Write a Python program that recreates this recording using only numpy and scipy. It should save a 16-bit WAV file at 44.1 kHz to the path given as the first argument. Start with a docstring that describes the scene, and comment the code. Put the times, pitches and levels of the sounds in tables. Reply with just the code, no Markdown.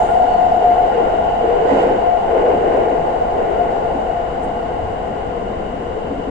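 """Inside a passenger car of a train at speed

Rail roughness drives the wheels and track, which roar and howl through the floor as shaped noise over a steady
body rumble; corrugated rail makes the howl sing as wavering tones, and the track gradually grows smoother.
Worn patches swell the roar and groan, some scrape and one squeals in rough, short tones. The bogie knocks
with decaying floor modes; booms, chirps and a tick are bursts of narrow noise, and faint squeaks sit in the hiss.
"""
import sys
import numpy as np
from scipy import signal
from scipy.fft import rfft, irfft, next_fast_len
from scipy.io import wavfile
from scipy.ndimage import uniform_filter1d, minimum_filter1d, map_coordinates

SR = 44100
rng = np.random.default_rng(int(sys.argv[2]) if len(sys.argv) > 2 else 0)


def int16_out(signal):
    """Quantize to a 16-bit WAV file."""
    q = np.round(np.clip(np.atleast_2d(signal).T, -1, 1) * 32767)
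    wavfile.write(sys.argv[1], SR, q.astype(np.int16))


N = 277819
T = np.arange(N) / SR
FFT_SIZE = next_fast_len(N, real=True)
HZ = np.maximum(np.arange(FFT_SIZE // 2 + 1) * SR / FFT_SIZE, 1)
LEFT_RIGHT = np.array([[1], [-1]])  # sign of a difference between the ears


def undb(db):
    """Amplitude ratio: 20 dB is a factor of ten in gain."""
    return 10 ** (np.asarray(db) / 20)


def together(*levels_db):
    """Incoherent addition: the powers of unrelated sounds add; the result is in dB."""
    return 10 * np.log10(sum(undb(db) ** 2 for db in levels_db))


def unit(pair):
    """Normalisation: scale a stereo pair so that the mean of its ears has rms 1."""
    return pair / np.sqrt(np.mean(pair.mean(axis=0) ** 2))


def over_time(table, axis=1):
    """Linear interpolation: one column of a table whose first column is time."""
    columns = np.transpose(table)
    return np.interp(T, columns[0], columns[axis])


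def over_hz(table, axis=1):
    """Spectral interpolation: one column of a table, joined on a log-frequency axis."""
    columns = np.transpose(table)
    return np.interp(np.log(HZ), np.log(columns[0]), columns[axis])


def resonance(hz, width_hz):
    """Damped mode with steep skirts: the gain halves about width_hz to either side of the centre."""
    detuning = (HZ ** 2 - hz ** 2) / (HZ * width_hz) / 2
    return 1 / (1 + detuning ** 2)


def walk(rate):
    """Smoothed random modulation: levels held 1 / rate s and slewed twice, with a spread of 1."""
    hold = int(SR / rate)
    steps = rng.standard_normal(1024)[np.arange(N) // hold % 1024]
    smooth = uniform_filter1d(uniform_filter1d(steps, hold), hold)
    return smooth / smooth.std()


def flare(centre_s, half_length_s):
    """Gaussian envelope: a gain that rises and falls in a bell around one moment."""
    return np.exp(-2 * ((T - centre_s) / half_length_s) ** 2)


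def stretches(table, attack_s, release_s):
    """Exponential build-up and decay: level in dB as wheels run onto each stretch of rail and off again."""
    power = 1e-12
    for start_s, length_s, level_db in table:
        onto = 1 - np.exp(-np.maximum(T - start_s, 0) / attack_s)
        off = np.exp(-np.maximum(T - start_s - length_s, 0) / release_s)
        power = power + (undb(level_db) * onto * off) ** 2
    return 10 * np.log10(power)


def cabin_noise(gain):
    """Interaural coherence: random vibration of this spectrum, alike at the ears in the bass, diffuse above."""
    # standing waves of the cabin at the two ears: freq_hz, correlation (-1 to 1), left_minus_right_db
    cabin = [(40, 1, 4.5), (210, 0.88, 4), (290, 0.78, 1), (414, 0.49, 6.5), (500, 0.42, 3),
             (770, -0.016, 0), (920, 0.48, -0.5), (1215, -0.87, 5.5), (1900, 0.73, 0), (2450, -0.1, -1),
             (3200, 0.03, -3), (5700, -0.095, -3.5), (7700, -0.14, -9.5), (9100, -0.03, 18)]
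    mid, side = rfft(rng.standard_normal((2, FFT_SIZE)))
    alike = np.clip(over_hz(cabin), -.9, .995)
    pair = mid + LEFT_RIGHT * side * np.sqrt((1 - alike) / (1 + alike))
    lean = undb(LEFT_RIGHT * over_hz(cabin, axis=2) / 2)
    spectrum = pair * gain * lean / lean.mean(axis=0)
    return unit(irfft(spectrum, FFT_SIZE)[:, :N])


def band(spectrum, level_db, even_s):
    """Averaging over many wheels: a group of resonances whose power is evened out over even_s."""
    noise = cabin_noise(undb(over_hz(spectrum)))
    window = int(even_s * SR) + 1
    power = np.mean(noise ** 2, axis=0)
    power = uniform_filter1d(uniform_filter1d(power, window), window)
    return unit(noise / np.sqrt(power)) * undb(level_db)


def shifting(pair, speed):
    """Variable-rate reading: move a sound's resonances up and down by a changing ratio."""
    place = np.cumsum(speed)
    return np.array([map_coordinates(ear, [place], order=1, mode="mirror") for ear in pair])


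def singing(hz, pan_db, wander_hz):
    """Frequency and amplitude modulation: a wavering tone that sways between the ears as the car rocks."""
    flutter_db = 0.73 * walk(81)  # uneven ripples shake the tone
    turn = 2 * np.pi * np.cumsum(hz + wander_hz * walk(30)) / SR
    lag = 0.057 + 0.62 * walk(2.9)  # half the phase difference between the ears, radians
    return np.sqrt(2) * np.sin(turn + LEFT_RIGHT * lag) * undb(LEFT_RIGHT * pan_db / 2 + flutter_db)


def cries(table, jitter_hz, jitter_rate):
    """Unsteady tones: short pitches, some gliding, all jittered at random, that flare and fade."""
    out = np.zeros((2, N))
    for centre_s, half_length_s, pitch_hz, glide, level_db, pan_db in table:
        hz = pitch_hz + glide * (T - centre_s) + jitter_hz * walk(jitter_rate)
        out += singing(hz, pan_db, wander_hz=5) * flare(centre_s, half_length_s) * undb(level_db)
    return out


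def swells(table):
    """Transient resonance: narrow bands of noise that flare and fade."""
    return sum(cabin_noise(resonance(hz, width_hz)) * flare(centre_s, half_length_s) * undb(level_db)
               for centre_s, half_length_s, hz, width_hz, level_db in table)


def track_roar(worn_db):
    """Forced vibration of rail and sleepers: a lumpy roar whose resonance shifts with track-bed stiffness."""
    # resonances of rail and sleepers: freq_hz, relative level_db per Hz
    spectrum = [(160, -44), (280, -14), (312, -9.5), (345, -5.5), (403, -3), (440, 3.5), (478, 5), (530, 3),
                (579, -5), (630, 0), (820, -49.5), (1390, -120)]
    # resonance of the roar along the track: time_s, centre_hz
    centre = [(0, 479), (.95, 463.9), (1.48, 478.8), (1.6, 444.8), (1.7, 496), (1.9, 488.8), (2.35, 499.3),
              (2.55, 463.7), (2.85, 476.8), (3.1, 486.3), (3.45, 434.6), (3.7, 479), (6.3, 471.6)]
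    rest_hz = 477.8  # centre on average track
    roar = shifting(band(spectrum, 0, even_s=0.099), over_time(centre) / rest_hz)
    lumps_db = 1.1 * walk(37)  # flicker as the sleepers pass
    smooth_track_db = -29.5  # roar between the worn patches
    return unit(roar * undb(lumps_db)) * undb(together(smooth_track_db, worn_db))


def sleepers(worn_db):
    """Nonlinear growth: on badly worn track the sleepers bounce, a deep roar that grows faster than the wear."""
    noise = cabin_noise(resonance(hz=381, width_hz=79))
    return noise * undb(-0.5 + 1.367 * worn_db)


def wheel_howl(roughness_db, worn_db, tone_db, dip_db):
    """Energy sharing: roughness makes the wheels howl, and on corrugated rail the tone takes part of the power."""
    # howling resonances of the wheels: freq_hz, relative level_db per Hz
    spectrum = [(350, -41.5), (590, -17), (640, -3.5), (695, 2.5), (725, -0.5), (791, -4.5), (855, -6),
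                (915, -15.5), (955, -24), (1005, -19), (1240, -46.5), (2090, -120)]
    howl_db = together(-16 + roughness_db, -9.5 + worn_db)  # heavy wear also drives the howl
    tone_share = np.minimum(undb(tone_db - howl_db) ** 2, .6)
    howl = band(spectrum, howl_db + dip_db, even_s=0.028) * np.sqrt(1 - tone_share)
    overtone = cabin_noise(resonance(hz=1421, width_hz=55)) * undb(howl_db - 27.5)
    return howl + overtone


def corrugation(tone_db):
    """Ripple-passing frequency: evenly spaced ripples make wheels sing at speed over spacing; two wheels beat."""
    # the tone sinks as the train loses a little speed, rises in part, and comes from either rail:
    # time_s, pitch_hz, left_minus_right_db
    sing = [(0, 718, -1.5), (.4, 718.8, 6.5), (.68, 717.7, 2.5), (.85, 718, 6), (1.5, 709.3, -2),
            (1.85, 712, -9), (2.1, 711, 7), (2.5, 710.6, -4), (3.55, 700, 4), (6.3, 709.6, 1)]
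    hz, pan_db = over_time(sing), over_time(sing, axis=2)
    first = singing(hz, pan_db, wander_hz=4.54)
    second = singing(hz - 30.5, pan_db, wander_hz=16.1) * undb(-11.5)
    return (first + second) * undb(tone_db)


def wheel_ring(roughness_db, worn_db, scrape_db):
    """Modal vibration: roughness, wear and scraping excite a band of ringing, and wear a few narrow wheel modes."""
    # ringing band of the wheels: freq_hz, relative level_db per Hz
    spectrum = [(580, -29.5), (900, -0.5), (1000, 1.5), (1080, -1.5), (1160, -10), (1300, -13),
                (1400, -10.5), (1480, -5), (1700, -10), (1850, -9.5), (1970, -7.5), (2130, -9.5),
                (2400, -18), (2650, -17.5), (3510, -51), (5940, -120)]
    # narrow ringing modes: freq_hz, width_hz, relative level_db
    modes = [(1400, 46, -1.5), (2730, 45, -7.5), (2888, 61, -2.5), (2985, 180, -4.5)]
    # level of those modes between worn patches: time_s, level_db
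    mode_level = [(0, -47), (1.6, -46.5), (3.1, -51), (6.3, -50.5)]
    ring_db = together(-36 + 0.26 * roughness_db, -15.5 + worn_db, 15 + scrape_db)
    mode_db = together(over_time(mode_level), -31 + worn_db)
    ringing = sum(cabin_noise(resonance(hz, width_hz)) * undb(db) for hz, width_hz, db in modes)
    return band(spectrum, ring_db, even_s=.26) + ringing * undb(mode_db)


def hiss(roughness_db, worn_db, scrape_db):
    """Broadband noise: contact noise follows roughness, wear and scraping over a constant rush of air."""
    # air and contact noise: freq_hz, relative level_db per Hz
    spectrum = [(1850, -29.5), (3150, -7.5), (3410, -9), (3730, -6), (4250, -13), (4660, -9.5),
                (5160, -15.5), (6340, -18), (6930, -13.5), (7600, -15), (8870, -22), (9600, -41),
                (12500, -61.5), (21100, -120)]
    air_db = -58
    hiss_db = together(air_db, -53 + .7 * roughness_db, -43.5 + worn_db, scrape_db)
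    return band(spectrum, hiss_db, even_s=.2)


def scrape_level():
    """Rough contact: level in dB of the hiss that broad scrapes add on some worn patches."""
    # scraping stretches: start_s, length_s, level_db
    scrapes = [(1.66, 0.11, -51.5), (1.765, 0.064, -49.5), (1.84, 0.076, -58), (2.68, 0.082, -58),
               (3.7, 0.1, -60)]
    return stretches(scrapes, attack_s=.015, release_s=0.035)


def wear_level():
    """Excitation by wear: level in dB of the roar that the worn patches add."""
    # worn patches of track: start_s, length_s, level_db of the roar
    worn = [(0, 0.21, -28.5), (.56, 0.47, -25.5), (.92, 0.066, -22.5), (1.39, 0.33, -21.5),
            (1.64, 0.23, -18), (2.26, 0.24, -18.5), (2.62, 0.19, -19.5), (2.98, 0.071, -26.5),
            (3.33, 0.28, -23.5), (3.7, 0.16, -28.5)]
    return stretches(worn, attack_s=0.035, release_s=0.25)


def tone_level(roughness_db):
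    """Excitation by ripples: the tone rises faster than roughness and swells on corrugated stretches."""
    # corrugated stretches of rail: start_s, length_s, level_db of the tone
    ripples = [(.032, .012, -14), (.105, 0.042, -14.5), (.156, 0.018, -11), (.192, 0.031, -10.5),
               (.272, 0.03, -18), (.343, 0.011, -8), (.36, 0.12, -15.5), (.478, .012, -17),
               (.514, 0.0091, -5.5), (.54, 0.012, -8), (.635, 0.1, -12), (.737, 0.0098, -11),
               (.772, .035, -12.5), (.822, .045, -15), (1.028, 0.038, -19), (1.178, .013, -11),
               (1.28, 0.011, -12), (1.47, 0.048, -20), (1.655, .03, -20), (1.78, 0.14, -26),
               (2.03, .135, -16), (2.58, 0.036, -19.5), (2.82, 0.058, -28), (3.206, 0.015, -11),
               (3.525, 0.018, -18), (3.585, 0.041, -15.5), (4.093, 0.011, -11.5), (4.15, 0.036, -20.5),
               (4.25, 0.015, -20), (4.787, 0.013, -17.5)]
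    return together(-23 + 1.62 * roughness_db, stretches(ripples, attack_s=0.007, release_s=0.005))


def howl_dips():
    """Amplitude modulation: the howl and its tone dip briefly, in dB."""
    # brief dips: centre_s, half_length_s, depth_db
    dips = [(0.079, 0.038, -5.5), (0.263, 0.018, -5.5), (0.334, 0.0093, -2), (0.51, 0.0073, -10.5),
            (0.54, 0.0037, -1), (0.946, 0.036, -5.5), (1.168, 0.0079, -8), (1.952, 0.027, -4),
            (2.94, 0.015, -2), (3.194, 0.018, -6), (3.505, .014, -2.5), (4.315, 0.052, -4)]
    return sum(depth_db * flare(centre_s, half_length_s) for centre_s, half_length_s, depth_db in dips)


def rolling():
    """Roughness excitation: the state of the rail drives roar, howl, tone, ring and hiss together."""
    # fine roughness of the rail: time_s, roughness_db
    roughness = [(0, 1.5), (.75, -1), (1.35, -3.5), (2.8, -4.5), (3.7, -6.5), (4.15, -7.5), (5.7, -14.5),
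                 (6.3, -15.5)]
    # which rail is rougher: time_s, left_minus_right_db
    sway = [(0, 0.5), (1.45, 1.5), (1.75, -2.5), (2.1, 1.5), (2.5, 1), (3, 2), (6.3, 2)]
    roughness_db, worn_db, scrape_db = over_time(roughness), wear_level(), scrape_level()
    tone_db, dip_db = tone_level(roughness_db), howl_dips()
    low = track_roar(worn_db) + sleepers(worn_db)
    middle = wheel_howl(roughness_db, worn_db, tone_db, dip_db) + corrugation(tone_db + dip_db)
    high = wheel_ring(roughness_db, worn_db, scrape_db) + hiss(roughness_db, worn_db, scrape_db)
    return undb(LEFT_RIGHT * over_time(sway) / 2) * (low + middle + high)


def groans():
    """Forced vibration at long wavelength: long ripples on the worn patches make a wheel groan."""
    # groans: centre_s, half_length_s, pitch_hz, glide_hz_per_s, level_db, left_minus_right_db
    table = [(.99, 0.04, 462.4, -0.5, -20, 11), (1.52, 0.1, 471, 300, -19.5, 6),
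             (1.63, 0.042, 438, 498, -18, 8.5), (1.9, .045, 503, -300, -21, 1.5),
             (2.35, 0.039, 466.6, 1, -18.5, 2), (2.47, 0.069, 481, -0.5, -17.5, 5),
             (2.71, 0.027, 472.9, -300, -22, 5)]
    return cries(table, jitter_hz=5.97, jitter_rate=60)


def squeals_and_squeaks():
    """Stick-slip friction: irregular slipping roughens the pitch of wheel squeals and of squeaking fittings."""
    # wheels on the most worn patch: centre_s, half_length_s, pitch_hz, glide_hz_per_s, level_db,
    # left_minus_right_db
    squeals = [(1.712, 0.039, 1948, -0.5, -33, -2), (1.782, .02, 1400, -0.5, -36, 2),
               (1.805, .014, 2030, -4000, -39, 2), (1.805, 0.032, 2876, -0.5, -34, -1)]
    # faint squeaks of the fittings: the same columns
    squeaks = [(0.173, .11, 7675, 0.0048, -61, -9), (.34, .09, 4440, 0, -57.5, -13)]
    return cries(squeals + squeaks, jitter_hz=55, jitter_rate=400)


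def knocks(push_s=0.0097):
    """Modal impact response: soft bogie blows come up through the suspension and ring the floor panel."""
    # bogie knocks: start_s, level_db
    blows = [(.227, -26.5), (.675, -23.5), (1.117, -25), (1.708, -10.5), (1.845, -18), (1.9, -23),
             (2.53, -20), (2.727, -20), (2.907, -18.5), (3.942, -18.5), (4.42, -23), (5.72, -22),
             (6.096, -17.5), (6.163, -21), (6.263, -17.5)]
    # modes of the floor: freq_hz, t60_s, relative level_db
    floor = [(173.7, 0.19, -14.5), (214.3, 0.44, -10.5), (275.9, 0.19, 2.5), (310, 0.3, -10.5)]
    t = T[:SR // 3]
    ring = sum(undb(mode_db - 60 * t / t60_s) * np.sin(2 * np.pi * hz * t) for hz, t60_s, mode_db in floor)
    soft_ring = ring * (1 - np.exp(-(t / push_s) ** 2))
    out = np.zeros(N)
    for start_s, level_db in blows:
        at = int(start_s * SR)
        out[at:at + len(t)] += (undb(level_db) * soft_ring)[:N - at]
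    return out


def booms():
    """Low-frequency resonance: the car body booms in brief narrow bands of noise."""
    # booms: centre_s, half_length_s, freq_hz, width_hz, level_db
    table = [(1.828, .12, 160, 45.2, -33.5), (4.841, 0.2, 85.14, 29.97, -33),
             (5.55, 0.26, 209.4, 45.5, -34.5)]
    return swells(table)


def chirps_and_tick():
    """Brief band-limited noise: faint high chirps and a light, broader tick."""
    # chirps: centre_s, half_length_s, freq_hz, width_hz, level_db
    chirps = [(.04, .08, 6900, 200, -54), (.054, 0.2, 8370, 404, -58.5)]
    # a light tick: the same columns
    ticks = [(4.44, .027, 7900, 2200, -54)]
    return swells(chirps + ticks)


def body():
    """Vibration isolation: the sprung body rumbles evenly and its panels drone, whatever the track does."""
    # body rumble: freq_hz, relative level_db per Hz
    rumble = [(12, 7.5), (22, 5), (32, 2), (41, 5.5), (57, 3), (100, -2), (124, -4), (150, -3.5), (183, -4),
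              (269, -2), (300, -3.5), (390, -25.5), (660, -120)]
    # droning panels: freq_hz, width_hz, level_db
    panels = [(164.3, 9.9, -45), (224.3, 30, -39), (350.4, 28, -39.5), (483.8, 13, -36.5),
              (1066, 55, -48.5)]
    drone = sum(cabin_noise(resonance(hz, width_hz)) * undb(db) for hz, width_hz, db in panels)
    # the air springs hold back the very lowest shaking
    springs = signal.butter(2, Wn=12, btype="high", fs=SR, output="sos")
    return drone + signal.sosfilt(springs, band(rumble, -30, even_s=0.24))


def scene():
    """Superposition: rolling noise, unsteady tones, small events and the car body add at the ears."""
    tones = groans() + squeals_and_squeaks()
    events = knocks() + booms() + chirps_and_tick()
    return rolling() + tones + events + body()


def record(dry):
    """Peak limiting and band limiting: duck the highest peaks, ease the ends and cut the top steeply."""
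    top_hz, ceiling, fade_s = 9350, .8, .003
    room = np.minimum(1, ceiling / (np.abs(dry).max(axis=0) + 1e-9))
    # hold each reduction around its peak, then smooth it
    held = minimum_filter1d(room, size=801)
    gain = uniform_filter1d(uniform_filter1d(held, size=401), size=401)
    ends = np.minimum(1, np.minimum(T, T[::-1]) / fade_s)
    top_cut = signal.ellip(10, .2, 80, top_hz, fs=SR, output="sos")
    return signal.sosfilt(top_cut, dry * gain * ends)


dry = scene()
out = record(dry)
int16_out(out)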